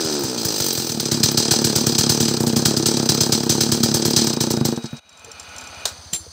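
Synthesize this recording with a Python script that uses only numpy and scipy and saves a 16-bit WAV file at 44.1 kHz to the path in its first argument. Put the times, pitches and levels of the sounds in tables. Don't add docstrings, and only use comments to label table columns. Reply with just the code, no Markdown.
import sys
import numpy as np
from scipy import signal
from scipy.fft import rfft, irfft
from scipy.io import wavfile
from scipy.ndimage import uniform_filter1d

SR = 44100
rng = np.random.default_rng(int(sys.argv[2]) if len(sys.argv) > 2 else 0)


def wav_record(signal):
    frames = np.transpose(np.atleast_2d(signal))
    bounded = np.clip(frames, -1, 1)
    quanta = np.round(bounded * 32767).astype(np.int16)
    wavfile.write(sys.argv[1], SR, quanta)


def attenuation_scalar(level_db):
    decades = np.asarray(level_db, float) / 20
    return 10 ** decades


N = 278712
TIME = np.arange(N) / SR

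# time in seconds, burn in dB, jolt to the metal in dB.
COAST_FIRINGS = [
    (.048, -25, -59),
    (.237, -23.5, -46),
    (.38, -38, -32),
    (.451, -20.5, -30),
    (.603, -22, -38),
    (.778, -22.5, -34),
    (.897, -28, -50),
    (1.003, -29, -27),
    (1.06, -35, -33),
]
# time in seconds, burn in dB, jolt to the metal in dB.
IDLE_FIRINGS = [(1.1191, -21.5, -22.5), (1.2364, -15.5, -14.5), (1.378, -18.5, -16), (1.5139, -16.5, -15.5),
                (1.6474, -17.5, -21), (1.7601, -18, -20), (1.8699, -19, -23.5), (1.9864, -16, -17.5),
                (2.0975, -15.5, -18), (2.2057, -18.5, -22.5), (2.285, -30, -23), (2.4063, -23, -40),
                (2.4709, -21, -30), (2.566, -19.5, -22), (2.6575, -17, -16.5), (2.771, -24.5, -27),
                (2.8624, -20, -15), (2.9725, -27, -49), (3.0945, -17.5, -18.5), (3.2106, -16.5, -21),
                (3.326, -18.5, -16.5), (3.436, -46, -43), (3.4983, -17, -15.5), (3.6112, -20, -18),
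                (3.7221, -17, -21), (3.8357, -19, -18), (3.9456, -18, -21), (4.0552, -18.5, -25),
                (4.1677, -17.5, -15)]
# time in seconds, burn in dB, jolt to the metal in dB.
DYING_FIRINGS = [
    (4.2733, -30, -28),
    (4.4096, -23, -19.5),
    (4.5074, -23.5, -25.5),
    (4.6532, -23, -22.5),
    (4.726, -53, -58),
]
HEAVES_S = [
    4.776,
    4.843,
]
# time in seconds, turn length in seconds.
TURN_LENGTH = [(0, .0117), (1.2, .029), (4.25, .029), (4.33, .033), (4.7, .037), (4.9, .09)]
# time in seconds, level in dB.
SUCTION = [(0, -26.5), (.5, -24.5), (.9, -25.5), (1.2, -19), (2.6, -17), (3.5, -18.5), (4.76, -17.5),
           (4.94, -29.5), (5, -35)]
# time in seconds, level in dB.
SHAKE = [(0, -25.5), (.17, -27.5), (.45, -29), (.6, -20.5), (.88, -23), (1.02, -26.5), (1.5, -21),
         (2.3, -22.5), (2.45, -27), (2.85, -27), (3.02, -20.5), (3.45, -26.5), (3.6, -22.5), (3.9, -27),
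         (4.25, -19), (4.4, -31.5), (4.72, -34), (5, -47)]
# time in seconds, level in dB.
STALL_TICKS = [
    (4.716, -55),
    (4.759, -49),
    (4.836, -38),
    (4.856, -30.5),
    (4.966, -38.5),
]

# pitch in Hz, level in dB, time to fade by 60 dB in seconds.
PIPE_TONES = [(139, 4.5, 0.071), (228.3, 4, 0.12), (338.3, 1.5, 0.084), (442.3, -4.5, 0.2),
              (554, -9.5, 0.087), (680, -9, 0.22), (782.5, 1, 0.095), (875, 5.5, 0.04)]
# pitch in Hz, level in dB, time to fade by 60 dB in seconds.
AIR_BOX_TONES = [(1050, -7, 0.017), (1520, 0, 0.023), (1700, -2, 0.024)]
# centre in Hz, width in Hz, level in dB.
SINGING_BANDS = [(340, 96, -26.5), (209, 28, -22)]
# pitch in Hz, level in dB, time to fade by 60 dB in seconds.
MUFFLER_TONES = [(123, 26, 0.029), (245, -9, 0.0067), (60, -21, .05)]
# frequency in Hz, level per Hz in dB.
CASING_COLOUR = [(700, -37), (1300, -12), (2100, -13.5), (3500, -3.5), (4120, 0.5), (5470, 2), (6070, 3.5),
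                 (6820, -4.5), (8280, -4), (11000, -27.5), (14300, -44), (22000, -92)]
# centre in Hz, width in Hz, level in dB.
CASING_RINGS = [(1754, 22, -17.5), (2394, 78, -22), (3243, 14.5, -10), (3940, 29, -8), (4200, 79, -7),
                (4594, 86, -7.5), (4800, 47, -8.5), (5032, 65, -3), (5800, 79, -13), (6187, 47, -3),
                (7300, 120, -15.5), (7790, 170, -14.5), (8310, 140, -15.5)]
# frequency in Hz, level per Hz in dB.
CRACK_COLOUR = [(600, -13), (1500, -1.5), (2500, -16.5), (5000, 1.5), (8000, 2.5), (10500, -8.5),
                (13000, -5.5), (15300, -0.5)]
# frequency in Hz, level per Hz in dB.
FIZZ_COLOUR = [(7000, -48), (8800, 3), (10200, -29), (11500, -8), (13500, -5.5), (15200, 0.5)]

# time in seconds, peak level in dB.
TICKS = [(5.0918, -29), (5.1274, -36), (5.1726, -34), (5.1936, -34), (5.2458, -27), (5.3147, -28),
         (5.397, -25.5), (5.4286, -35), (5.4904, -42), (5.5618, -33), (5.5822, -28), (5.6101, -32),
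         (5.6391, -37), (5.672, -34.5), (5.7448, -42), (5.7967, -44), (6.0701, -46)]
# pitch in Hz, level in dB, time to fade by 60 dB in seconds.
SPANNER_TONES = [(3225, -13, .08), (4081, -13, .12), (4840, -19, .12), (6140, -9, .12), (7370, 1, 0.14),
                 (7430, -7, .15), (9060, -8.5, 0.16), (9740, -12, 0.21), (11800, -24, .25),
                 (13100, -21, .2), (14790, -12, .2)]
# time in seconds, level in dB.
SPANNER_BOUNCES = [
    (6.1297, -34),
    (6.133, -18),
    (6.146, -27.5),
    (6.16, -34),
]
# frequency in Hz, level per Hz in dB.
SNAP_COLOUR = [(120, -48), (200, -19), (728, -2), (1210, -7), (1480, -6.5), (2330, -18.5), (3960, -3.5),
               (7350, -5.5), (8200, -6), (10400, -19.5), (15500, -20)]
# time in seconds, level in dB, pitch in Hz, time to fade by 60 dB in seconds.
KNOCKS = [
    (5.243, -34, 470, .05),
    (5.245, -37, 110, .2),
    (5.268, -34, 455, .1),
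    (5.27, -38, 570, .12),
    (5.283, -30, 450, .08),
    (6.129, -25, 173, .05),
    (6.265, -34, 478, .045),
]

# frequency in Hz, level per Hz in dB.
WHINE_COLOUR = [(71, -44), (120, -10), (243, -2.5), (350, -11.5), (650, -2), (1310, -4.5), (1730, -8.5),
                (2700, -15.5), (4000, -5), (5200, -34), (8800, -120)]
# centre in Hz, width in Hz, level in dB.
WHINE_RINGS = [(683, 120, -18.5), (860, 49, -14), (1306, 18, -5.5), (1459, 27, -7.5), (2460, 110, -8.5),
               (2930, 37, -11)]
# frequency in Hz, level per Hz in dB.
HISS_COLOUR = [(1470, -41), (2500, -17), (3860, -16), (4270, 2), (5450, -18), (6150, 3), (6850, -18),
               (9150, -0.5), (11000, -30), (15500, -23)]
# centre in Hz, width in Hz, level in dB.
HISS_RINGS = [(4410, 120, -4), (4860, 220, -6.5), (6130, 230, -4)]
# pitch in Hz, level in dB, time to fade by 60 dB in seconds.
FAR_TONES = [(82, 0, 0.087), (165, -11, .05)]

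FIRST_TURN_S, LAST_TURN_S, STOP_S = .0109, 4.931, 4.997


def evened(x):
    return x / np.sqrt(np.mean(x ** 2) + 1e-20)


def level_curve(rows):
    s, db = np.transpose(rows)
    return np.interp(TIME, s, db, -120, -120)


def train(times, sizes):
    out = np.zeros(N)
    spots = np.round(np.asarray(times) * SR).astype(int)
    np.add.at(out, np.clip(spots, 0, N - 1), sizes)
    return out


def strike(times, sizes, shape):
    return signal.oaconvolve(train(times, sizes), shape)[:N]


def ring(tones, lead=0.):
    t = np.arange(SR // 4) / SR
    return sum(attenuation_scalar(db - 60 * t / t60) * np.cos(2 * np.pi * hz * t + lead) for hz, db, t60 in tones)


def burst(rise_s, hold_s, fall_db_s):
    t = np.arange(SR // 2) / SR
    return np.minimum(t / rise_s, 1) ** 2 * attenuation_scalar(-fall_db_s * np.maximum(t - hold_s, 0))


def grit(spread_db, size):
    flicker = evened(uniform_filter1d(rng.standard_normal(N), size))
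    return evened(rng.standard_normal(N) * attenuation_scalar(spread_db * flicker))


def colour(x, points, rings=()):
    hz = np.fft.rfftfreq(4096, 1 / SR)
    f, db = np.transpose(points)
    power = attenuation_scalar(np.interp(np.log(hz + 1), np.log(f), db, -90, db[-1])) ** 2
    power = power + sum(30 * attenuation_scalar(d) ** 2 / (1 + (2 * (hz - c) / w) ** 2) for c, w, d in rings)
    cepstrum = irfft(np.log(power / power.mean() + 1e-10) / 2)
    cepstrum[1:2048] *= 2
    cepstrum[2049:] = 0
    return signal.oaconvolve(x, irfft(np.exp(rfft(cepstrum))))[:N]


def crank_turns(fire_s):
    marks = np.concatenate([[FIRST_TURN_S], fire_s, HEAVES_S, [LAST_TURN_S]])
    out = [[0.]]
    for s, after in zip(marks, marks[1:]):
        span = after - s
        count = round(span / np.interp((s + after) / 2, *np.transpose(TURN_LENGTH)))
        pumping = .034 * (span / count / .028) ** 3.2
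        slowing = count * (.008 + pumping)
        out.append(s + span * np.expm1(slowing * np.arange(count) / count) / np.expm1(slowing))
    return np.append(np.concatenate(out), LAST_TURN_S)


def intake(turn_s, luck):
    gap = np.gradient(turn_s)
    quick = np.minimum(gap / 0.033, 1)
    size = attenuation_scalar(np.interp(turn_s, TIME, level_curve(SUCTION)) + luck[:, 0])
    stretch = (gap / 0.02) ** 0.42 * (1 + 0.11 * luck[:, 3])
    nearest = np.searchsorted((turn_s[1:] + turn_s[:-1]) / 2, TIME)
    ms = 1000 * (TIME - turn_s[nearest]) / stretch[nearest]
    push = np.exp(-(ms / 0.37) ** 2)
    pull = 0.68 * np.exp(-((ms - 1.3) / 0.56) ** 2)
    puff = size[nearest] * (push - pull)
    echo = pipe_echo(puff, turn_s, nearest, quick)
    pop = ring([(850, -1.5, .014), (1250, 0, .014), (1600, -5, .014)], lead=.3)
    pop = np.convolve(pop, np.hanning(12) / 6)
    pops = strike(turn_s - .0003, size * attenuation_scalar(1.9 * luck[:, 2]) / quick ** .5, pop)
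    churn = strike(turn_s - .002, size, burst(0.0013, 0.0053, 587.0)) * rng.standard_normal(N)
    churn = colour(churn, [(80, -30), (200, -1.5), (400, 3), (900, -4), (1600, -8), (3000, -39)])
    rasp_db = -6.5 + .5 * np.minimum(1 / gap - 78, 0)
    rasp = strike(turn_s, size * attenuation_scalar(rasp_db), ring(AIR_BOX_TONES, lead=-1.5))
    return attenuation_scalar(5.5) * puff + attenuation_scalar(-39.0) * echo + .4 * pops + .2 * churn + crank_song(turn_s) + rasp


def pipe_echo(puff, turn_s, nearest, quick):
    echo = 0
    for tone in PIPE_TONES:
        stir = attenuation_scalar(2.83 * rng.standard_normal(len(turn_s))) * quick ** max(330 / tone[0] - 1.1, 0)
        echo = echo + signal.oaconvolve(puff * stir[nearest], ring([tone], lead=0.16))[:N]
    since = np.searchsorted(turn_s, TIME, "right") - 1
    bend = .02 * np.clip(rng.standard_normal(len(turn_s)), -2, 2)
    return np.interp(TIME + bend[since] * (TIME - turn_s[since]), TIME, echo)


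def crank_song(turn_s):
    angle = 2 * np.pi * np.interp(TIME, turn_s, np.arange(len(turn_s)), None, None)
    speed = 1 / np.interp(TIME, turn_s, np.gradient(turn_s))
    fade = attenuation_scalar(-40 * np.minimum(TIME, 2) ** 2)
    song = 0
    for k in (4, 5):
        power = sum(attenuation_scalar(db) ** 2 / (1 + (2 * (k * speed - hz) / w) ** 2) for hz, w, db in SINGING_BANDS)
        song = song + np.sqrt(2 * power) * fade * np.sin(k * angle)
    return song


def muffler(fire_s, burn_db):
    thump = np.convolve(ring(MUFFLER_TONES, lead=-0.83), np.hanning(60))
    return attenuation_scalar(5.5) * strike(fire_s + 0.00404, attenuation_scalar(burn_db), thump / abs(thump).max())


def exhaust_crack(fire_s, burn_db, jolt_db):
    crack_db = -7.0 + 0.76 * burn_db + 0.14 * jolt_db
    shape = burst(0.0054, 0.0081, 1300.0) + 0.23 * burst(0.01, 0.028, 240.0)
    blast = strike(fire_s - .006, attenuation_scalar(crack_db), shape)
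    return attenuation_scalar(7.5) * colour(blast * grit(5.1, size=20), CRACK_COLOUR)


def casing(turn_s, fire_s, jolt_db, luck):
    gap = np.gradient(turn_s)
    slap = 0.23 + strike(turn_s - 0.3 * gap, attenuation_scalar(2.7 * luck[:, 1]), burst(0.005, 0.0069, 1520.0))
    slap += 0.5 * np.interp(TIME, turn_s, np.clip(1 - gap / 0.033, 0, 1))
    kick = 0.9 * burst(0.002, 0.0072, 850.0) + 0.43 * burst(0.0011, 0.013, 260.0)
    jolt = strike(fire_s - .0062, attenuation_scalar(jolt_db), kick)
    stall_s, stall_db = np.transpose(STALL_TICKS)
    jolt += strike(stall_s, attenuation_scalar(stall_db), burst(.001, 0.0033, 900.))
    shaken = strike(fire_s - .0065, attenuation_scalar(jolt_db), burst(0.039, 0.012, 174.0))
    rattle = jolt + 0.67 * shaken * slap + attenuation_scalar(level_curve(SHAKE)) * slap
    return 0.81 * colour(rattle * grit(1.65, size=40), CASING_COLOUR, CASING_RINGS)


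def clutch_fizz(turn_s, luck):
    skid = attenuation_scalar(-25 + 0.74 * level_curve(SHAKE))
    skid += attenuation_scalar(-31.5) * np.exp(-((TIME - 0.7) / 0.22) ** 2)
    spit = 0.42 + strike(turn_s - .004, attenuation_scalar(6.3 * luck[:, 2]), burst(.002, 0.0061, 1600.))
    return colour(skid * attenuation_scalar(4.0) * spit * grit(2.5, size=20), FIZZ_COLOUR)


def engine():
    fire_s, burn_db, jolt_db = np.transpose(COAST_FIRINGS + IDLE_FIRINGS + DYING_FIRINGS)
    turn_s = crank_turns(fire_s)
    luck = rng.standard_normal((len(turn_s), 4))
    saw = intake(turn_s, luck) + muffler(fire_s, burn_db)
    saw = saw + casing(turn_s, fire_s, jolt_db, luck)
    saw = saw + exhaust_crack(fire_s, burn_db, jolt_db) + clutch_fizz(turn_s, luck)
    return saw * (TIME < STOP_S)


def clutch_drum():
    peak_s, pitch_hz = 4.28, 3840
    level_db = -33 - 7 * np.maximum(peak_s - TIME, 0) - 11 * np.maximum(TIME - peak_s, 0)
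    on = uniform_filter1d(1. * (TIME > 4.2) * (TIME < 5.2), size=4000)
    waver = 0.73 * evened(uniform_filter1d(rng.standard_normal(N), size=500))
    return on * attenuation_scalar(level_db) * np.sqrt(2) * np.sin(2 * np.pi * pitch_hz * TIME + waver)


def fingered_tool():
    s, db = np.transpose(TICKS)
    steel = ring(SPANNER_TONES) / 2.4
    damped = np.convolve(steel, np.hanning(6) / 2, "same") * burst(.0005, .003, 900.)[:len(steel)]
    scrape = strike(s, attenuation_scalar(db), burst(.0005, 0.0029, 2500.)) * grit(2.5, size=20)
    scrape = colour(scrape, [(4000, -27), (5500, 7.5), (7500, -5), (10500, -13), (12000, -20)])
    click = strike(s, attenuation_scalar(db - 19), burst(0.00057, .003, 2500.)) * rng.standard_normal(N)
    return strike(s, attenuation_scalar(db + 6.0), damped) + 0.63 * scrape + colour(click, FIZZ_COLOUR)


def dropped_spanner():
    s, db = np.transpose(SPANNER_BOUNCES)
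    clatter = strike(s, attenuation_scalar(db - 5.5), burst(.0005, 0.0032, 900.0)) * grit(2.3, size=30)
    clatter = colour(clatter, [(300, -2), (1500, -12), (3200, 0.5), (5000, 0.5), (9000, -9), (15000, -24)])
    return strike(s, attenuation_scalar(db + 7.0), ring(SPANNER_TONES) / 2.4) + clatter


def snapped_lever():
    shape = burst(0.00023, 0.0026, 2400.) + 0.15 * burst(0.0045, 0.027, 390.0)
    snap = strike([5.854], attenuation_scalar(-11), shape)
    return colour(snap * grit(3.0, size=20), SNAP_COLOUR, [(3930, 58, -15)])


def hollow_knocks():
    out = np.zeros(N)
    for s, db, hz, t60 in KNOCKS:
        tone = np.convolve(ring([(hz, db, t60)], lead=-1.15), np.hanning(30) / 15)
        out += strike([s], 0.83, tone)
    return 1.34 * out


def whining_machine():
    level_db = -39.5 - 23 * np.maximum(TIME - 5.83, 0)
    wash = attenuation_scalar(level_db) * colour(grit(0.93, size=900), WHINE_COLOUR)
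    singing = attenuation_scalar(level_db - 100 * np.maximum(TIME - 5.87, 0)) * grit(0.81, size=1500)
    return 0.77 * wash + 0.81 * colour(singing, [(100, -30), (4000, -30)], WHINE_RINGS)


def far_engine():
    thud_s = 4.757 + .0722 * np.arange(22)
    thud = np.convolve(ring(FAR_TONES, lead=-1.5), np.hanning(300))
    far = strike(thud_s, attenuation_scalar(rng.standard_normal(len(thud_s))), thud)
    level_db = -48.5 + 5.5 * (TIME - STOP_S)
    return attenuation_scalar(level_db) * far / np.std(far[round(5.2 * SR):])


def shop_hiss():
    return attenuation_scalar(-44) * colour(grit(0.7, size=600), HISS_COLOUR, HISS_RINGS)


def rumble():
    hum = colour(rng.standard_normal(N), [(15, -2), (50, -6), (150, -10), (400, -35)])
    return attenuation_scalar(-58.0) * evened(hum)


def scene():
    saw = attenuation_scalar(7.5) * engine() + clutch_drum()
    tools = fingered_tool() + dropped_spanner() + snapped_lever() + hollow_knocks()
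    shop = whining_machine() + far_engine() + shop_hiss() + rumble()
    mic_noise = attenuation_scalar(-69) * rng.standard_normal(N)
    return (saw + tools + shop + mic_noise)[None]


def top_cut(x):
    return signal.sosfilt(signal.butter(12, 16820, fs=SR, output="sos"), x)


def record(dry):
    recovering_db = -23.5 * np.exp(-abs(TIME - STOP_S) / 0.23)
    gain_db = np.where(TIME < STOP_S, -7.5, recovering_db)
    x = dry * attenuation_scalar(uniform_filter1d(gain_db, size=200))
    x = signal.sosfilt(signal.butter(3, 80, "high", fs=SR, output="sos"), x)
    x = signal.oaconvolve(np.tanh(x), signal.firwin(301, 15650, fs=SR)[None], "same")
    return top_cut(x)


dry = scene()
out = record(dry)
wav_record(out)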